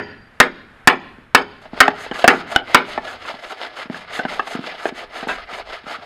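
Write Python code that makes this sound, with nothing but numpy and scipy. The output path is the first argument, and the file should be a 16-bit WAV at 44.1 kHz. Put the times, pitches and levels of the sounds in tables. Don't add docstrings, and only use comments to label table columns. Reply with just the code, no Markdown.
import sys
import numpy as np
from scipy import signal
from scipy.fft import rfft, irfft
from scipy.io import wavfile
from scipy.ndimage import uniform_filter1d

SR = 44100
rng = np.random.default_rng(int(sys.argv[2]) if len(sys.argv) > 2 else 0)


def digitize_waveform(pressure):
    field = np.atleast_2d(pressure).T
    bounded = np.clip(field, -1, 1)
    quanta = np.round(bounded * 32767).astype(np.int16)
    wavfile.write(sys.argv[1], SR, quanta)


def invert_db(level):
    return 10 ** (np.asarray(level, dtype=float) / 20)


N = 266805

# [t/s, force level/dB, crack brightness level/dB, anvil ring level/dB, lowest ring mode level/dB]
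HAMMER_BLOWS = [(-.07, 7, -0.5, 1.5, 7.5), (0.4014, 7.5, -1.5, -5, 5), (0.8736, 8, -0.5, -4, -3.5),
                (1.3479, 3.5, 3.5, 6.5, -2), (1.804, 7, 1, -1, -2.5), (2.278, 4.5, 0, 5.5, -13),
                (2.7458, 5.5, -0.5, -4, -8)]
# [f/Hz, level/dB, t60/s]
BODY_MODES = [(270.7, -21, 0.23), (406, -23, 0.38), (502, -10.5, 0.058), (605, -3.5, 0.037),
              (769.6, -4, 0.047), (900, -4, 0.043), (1059, 1.5, 0.041), (1250, -1, 0.0093), (1237, -9, 0.1),
              (1440, 5, 0.032), (1700, 2.5, 0.035), (1706, -11, 0.017), (1810, -12.5, 0.034),
              (1882, 6.5, 0.037), (1987, -6, 0.025), (2360, -5, 0.03), (2360, 4, 0.015),
              (2625, -14.5, 0.019), (3100, -9.5, 0.01), (3200, -12.5, 0.01)]
# [f/Hz, level/dB, t60/s]
ANVIL_MODES = [(4730, -51, 0.79), (5040, -39, 0.27), (5170, -47, 0.28), (6300, -49.5, 0.3),
               (6660, -49, 0.43), (8330, -40.5, 0.15)]

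# [f/Hz, near level/dB, near t60/s, yard level/dB, yard t60/s]
ECHO_BANDS = [(190, -18.5, 0.55, -24.5, 1.17), (480, -11.5, 0.28, -31.5, 0.62),
              (1000, -17.5, 0.24, -36.5, 0.66), (2025, -13, 0.18, -42, 0.91),
              (4000, -13.5, 0.13, -37.5, 0.87), (7900, -20.5, 0.16, -32.5, 0.14),
              (14000, -21.5, .08, -49, .2)]
NEAR_END_S = 0.089
FAR_ECHO_S, FAR_ECHO_DB = 0.19, 4
LOW_CUT_HZ = 196

# [f/Hz, level per Hz/dB]
YARD_SPECTRUM = [(100, -69), (170, -0.5), (218, -8), (486, 8), (991, 7.5), (1600, 11.5), (4350, -10.5),
                 (4750, -17.5), (5580, -12), (12000, -16.5), (15600, -52), (22000, -120)]
YARD_DB = -51.5
# [t/s, wind on the microphone level/dB, low thump remnant level/dB]
RUMBLE_LEVELS = [(0.0, -58, -45.5), (.37, -53, -58.5), (2.4, -56, -53.5), (3.12, -55, -55.5),
                 (3.5, -64, -67.5), (4.2, -59, -59.5), (4.6, -62, -69), (5.0, -49.5, -64), (5.6, -52, -62),
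                 (6.05, -62, -60.5)]

# [t/s, plank level/dB, thud level/dB, click level/dB, rattle t60/s (held to 0.01-0.2)]
BOARD_KNOCKS = [(1.185, -56, -17, -60, .03), (1.655, -27.5, -41, -39, 0.038),
                (1.733, -24.5, -11, -42, 0.026), (1.88, 1, -3, -6.5, 0.028), (2.064, -21, -45, -31, 0.017),
                (2.113, -17.5, -13.5, -19, 0.04), (2.154, -45, -50, -24, .03), (2.242, 4, -26, -4.5, 0.038),
                (2.561, -1, -52, 2, 0.011), (2.977, -7.5, -50, -20, 0.044), (3.251, -40, -46, -26, 0.064),
                (3.341, -23, -23.5, -40, 0.014), (3.856, -45, -23, -34, .034),
                (3.899, -27, -10.5, -32, 0.036), (3.945, -50, -52, -23, 0.024),
                (4.192, -15.5, -9, -16.5, 0.089), (4.251, -14.5, -8, -18.5, 0.038),
                (4.395, -11.5, -59, -9.5, 0.038), (4.551, -20, -9.5, -28, 0.037),
                (4.591, -43, -14.5, -50, .036), (4.64, -56, -52, -23, 0.033),
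                (4.855, -7.5, -33, -15.5, 0.046), (4.891, -26, -47, -36, 0.025),
                (4.923, -62, -18.5, -50, 0.033), (5.228, -21.5, -19, -30, 0.062),
                (5.271, -16, -11.5, -29, 0.017), (5.286, -42, -38, -15.5, 0.19),
                (5.528, -63, -26.5, -55, 0.034), (5.84, -45, -28, -50, 0.04),
                (5.867, -26.5, -20, -29, 0.027), (5.986, -50, -27, -52, .03)]
# [f/Hz, level/dB, t60/s]
THUD_MODES = [(173, -2, 0.021), (219, 7, 0.015), (310, -7, 0.0033)]
# [f/Hz, level/dB, t60/s]
PLANK_MODES = [(560, -30.5, 0.021), (670, 2, .03), (704, -0.5, 0.024), (816, 14, 0.021)]
# [f/Hz, level/dB, t60/s]
CLICK_MODES = [(1114, 7, 0.039), (1300, 11, 0.018), (1605, 17.5, 0.016), (1964, -4.5, .015),
               (2660, 4.5, 0.024), (3075, -8, 0.011), (3700, -51, 0.0049), (6600, -6, 0.0034),
               (11000, -11, 0.0036)]

# [turn t/s, share of speed left at the turn (0-1, at least 0.02), fastest t/s, hiss level/dB, rasp level/dB]
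SAW_STROKES = [(1.6, 0, 1.62, -63, -43.5), (1.7, 0.02, 1.81, -53, -29.5), (1.939, 0.24, 2.025, -47.5, -31),
               (2.102, 0.18, 2.195, -45.5, -27), (2.262, 0.5, 2.367, -52.5, -32.5),
               (2.453, 0.13, 2.523, -44.5, -25.5), (2.623, 0.05, 2.74, -53, -28.5),
               (2.829, 0.17, 2.899, -49.5, -29.5), (3.002, 0.25, 3.105, -49.5, -31.5),
               (3.182, 0.24, 3.289, -52, -29.5), (3.368, 0.32, 3.494, -50, -31),
               (3.559, 0.35, 3.636, -54, -30), (3.708, 0.2, 3.802, -52.5, -33),
               (3.88, 0.1, 3.964, -54, -33), (4.07, .12, 4.173, -43, -27), (4.24, 0.15, 4.34, -50.5, -30),
               (4.418, 0.26, 4.52, -45.5, -30.5), (4.588, 0.29, 4.684, -54.5, -30.5),
               (4.733, 0.38, 4.88, -46, -30), (4.918, 0, 4.99, -50.5, -31), (5.078, 0.07, 5.199, -51, -30),
               (5.272, 0.18, 5.28, -46, -27), (5.458, 0.07, 5.575, -48.5, -28),
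               (5.635, 0.16, 5.727, -57, -33.5), (5.83, .15, 5.915, -48.5, -27.5),
               (6.0, 0.23, 6.1, -57, -38.5)]
LAST_TURN_S = 6.16
HISS_DB_PER_DECADE, RASP_DB_PER_DECADE = 31, 16.5
RASP_LAG_S = 0.0045
BITES_PER_S = 4000
# [f/Hz, width/Hz, level/dB]
BOARD_RESONANCES = [(278, 1200, -18.5), (684, 264, -3), (1326, 232, -4.5), (1698, 24, -15.5),
                    (1990, 370, -7), (2990, 990, -11), (4450, 4200, -66)]
# [f/Hz, level per Hz/dB]
TEETH_SPECTRUM = [(3500, -23), (5000, -30), (6200, 9.5), (7500, 3), (9000, 0.5), (11500, -4), (14500, -17),
                  (16000, -39)]

# [f/Hz, level/dB]
TREBLE_STEP = [(5350, 0), (5700, -9), (6200, -6)]


def level(x, db):
    return x * invert_db(db) / np.sqrt(np.mean(x ** 2))


def colour(x, table):
    hz, db = np.transpose(table)
    bins = np.maximum(np.arange(len(x) // 2 + 1) * SR / len(x), 1)
    gain_db = np.interp(np.log(bins), np.log(hz), db)
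    cepstrum = irfft(np.log(invert_db(gain_db)), len(x))
    cepstrum[1:len(x) // 2] *= 2
    cepstrum[len(x) // 2:] = 0
    return irfft(rfft(x) * np.exp(rfft(cepstrum)), len(x))


def curve(rows):
    s, *columns = np.transpose(rows)
    return [np.interp(np.arange(N) / SR, s, c) for c in columns]


def walk(rate):
    k = int(SR / rate)
    held = np.repeat(rng.standard_normal(N // k + 1), k)
    smooth = uniform_filter1d(uniform_filter1d(held, k), k)
    return 4 / 3 * smooth[:N]


def ring(modes, scatter_db, detune):
    t = np.arange(SR) / SR
    out = np.zeros(SR)
    for (hz, db, t60), (a, b) in zip(modes, rng.standard_normal((len(modes), 2))):
        span = t[:int(min(1.5 * t60, 1) * SR)]
        decay = invert_db(db + scatter_db * a - 60 * span / t60)
        out[:len(span)] += decay * np.sin(2 * np.pi * hz * (1 + detune * b) * span)
    return out


def add(track, sound, s):
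    i = int((s + 1) * SR)
    track[i:i + len(sound)] += sound[:len(track) - i]


def hammer():
    track, t = np.zeros(N + SR), np.arange(SR) / SR
    crack_spectrum = [(300, -10), (1500, 13), (2600, 4), (5000, -14), (15000, -23)]  # f/Hz, level/dB
    for s, force_db, bright_db, ring_db, lowest_db in HAMMER_BLOWS:
        (hz, db, t60), *upper = ANVIL_MODES
        anvil = ring([(hz, db + lowest_db, t60), *upper], scatter_db=2, detune=0.004)
        crack = level(colour(rng.standard_normal(SR), crack_spectrum), 0)
        crack = crack * np.exp(-t / 0.0038)
        waver = 1 + 1.2 * walk(160)[:SR]
        body = ring(BODY_MODES, scatter_db=2.5, detune=0.014)
        blow = body + invert_db(bright_db + 16) * crack + invert_db(ring_db) * waver * anvil
        add(track, invert_db(force_db - 7.5) * blow, s)
    return track


def echoes():
    t = np.arange(int(1.4 * SR)) / SR
    out = np.zeros(len(t))
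    near_end = 1 / (1 + np.exp(np.clip((t - NEAR_END_S) / 0.014, -50, 50)))
    near_gate = np.clip(t / 0.002, 0, 1) * near_end
    yard_rise = np.clip(t / 0.036, 0, 1)
    far_swell_db = FAR_ECHO_DB * np.exp(-((t - FAR_ECHO_S) / 0.045) ** 2)
    log_hz = np.log(np.arange(len(t) // 2 + 1) * SR / len(t) + 1)
    centres = np.log([row[0] for row in ECHO_BANDS])
    spectrum = rfft(rng.standard_normal(len(t)))
    clumps = invert_db(2.5 * walk(500)[:len(t)])
    for share, (hz, near_db, near_t60, yard_db, yard_t60) in zip(np.eye(len(ECHO_BANDS)), ECHO_BANDS):
        band = irfft(spectrum * np.interp(log_hz, centres, share), len(t))
        near = near_gate * clumps * invert_db(near_db - 60 * t / near_t60)
        tail = yard_rise * invert_db(yard_db + far_swell_db - 60 * t / yard_t60)
        out += band * (near + tail)
    out /= np.sqrt(SR / 100)
    out[0] += 1
    return out


def yard():
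    wind_db, thump_db = curve(RUMBLE_LEVELS)
    far = level(colour(rng.standard_normal(N), YARD_SPECTRUM), YARD_DB) * invert_db(1.5 * walk(5.7))
    gusts = rng.standard_normal(N) * invert_db(4 * walk(25))
    wind = colour(gusts, [(15, -11), (35, -7), (60, -8.5), (110, -44), (400, -79)])
    thump = colour(rng.standard_normal(N), [(50, -52), (80, -4), (150, -13), (260, -31), (600, -92.5)])
    return far + level(wind, -0.5) * invert_db(wind_db) + level(thump, -0.054) * invert_db(thump_db)


def knocks():
    track, t = np.zeros(N + SR), np.arange(SR // 5) / SR
    push = np.hanning(int(0.0001 * SR) + 3)
    for s, plank_db, thud_db, click_db, rattle_t60 in BOARD_KNOCKS:
        rebounds = rng.standard_normal(len(t)) * invert_db(-60 * t / np.clip(rattle_t60, 0.01, 0.2))
        rebounds[0] += 5
        sound = invert_db(thud_db - 10) * ring(THUD_MODES, scatter_db=6.5, detune=0.047)[:len(t)]
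        for modes, db in ((PLANK_MODES, plank_db - 0.5), (CLICK_MODES, click_db + 4.5)):
            strike = ring(modes, scatter_db=2.5, detune=0.05)[:len(t)]
            shaken = signal.fftconvolve(strike, rebounds)[:len(t)]
            sound = sound + invert_db(db) * shaken / np.abs(shaken).max()
        add(track, np.convolve(sound, push / push.sum()), s)
    return track


def strokes():
    turn, creep, fastest, hiss_db, rasp_db = np.transpose(SAW_STROKES)
    knots = np.append(np.ravel([turn, fastest], "F"), LAST_TURN_S)
    levels = []
    for top_db, slope_db, lag in ((hiss_db, HISS_DB_PER_DECADE, 0),
                                  (rasp_db, RASP_DB_PER_DECADE, RASP_LAG_S)):
        t = np.arange(N) / SR - lag
        quarter_swings = np.interp(t, knots, np.arange(len(knots)))
        left = np.clip(np.interp(t, turn, creep), 0.02, 1)
        speed = left + (1 - left) * np.sin(np.pi / 2 * quarter_swings) ** 2
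        pressure_db = np.interp(t, np.append(turn[0] - 0.05, fastest), np.append(-90, top_db))
        levels.append(pressure_db + slope_db * np.log10(speed))
    return levels


def saw():
    hiss_db, rasp_db = strokes()
    bites = (rng.random(N) < BITES_PER_S / SR) * rng.standard_normal(N)
    bites = level(bites * invert_db(1.6 * rng.exponential(size=N)), 0)
    catch = invert_db(2.2 * walk(110))
    board = 0
    for hz, width, db in BOARD_RESONANCES:
        sway = invert_db(3 * walk(60) + 1.2 * walk(12))
        drive = (0.6 * bites + 0.8 * rng.standard_normal(N)) * catch * sway
        resonance = signal.lfilter(*signal.iirpeak(hz, hz / width, SR), drive)
        board = board + invert_db(db) * resonance / np.sqrt(width)
    board = signal.sosfilt(signal.butter(6, 5300, fs=SR, output="sos"), board)
    tips = colour((0.046 * bites + rng.standard_normal(N)) * catch ** 0.9, TEETH_SPECTRUM)
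    sound = invert_db(rasp_db) * level(board, 0.1) + invert_db(hiss_db) * level(tips, 5.1)
    return np.concatenate([np.zeros(SR), sound])


def scene():
    near = signal.fftconvolve(hammer() + knocks() + saw(), echoes())[SR:SR + N]
    near = signal.sosfilt(signal.butter(4, LOW_CUT_HZ, "high", fs=SR, output="sos"), near)
    return (near + yard())[None]


def low_pass(x):
    return signal.sosfilt(signal.butter(12, 15830, fs=SR, output="sos"), x)


def record(dry):
    heard = colour(dry[0], TREBLE_STEP)[None]
    clipped = np.clip(heard, -0.99, 0.99)
    return low_pass(clipped)


dry = scene()
out = record(dry)
digitize_waveform(out)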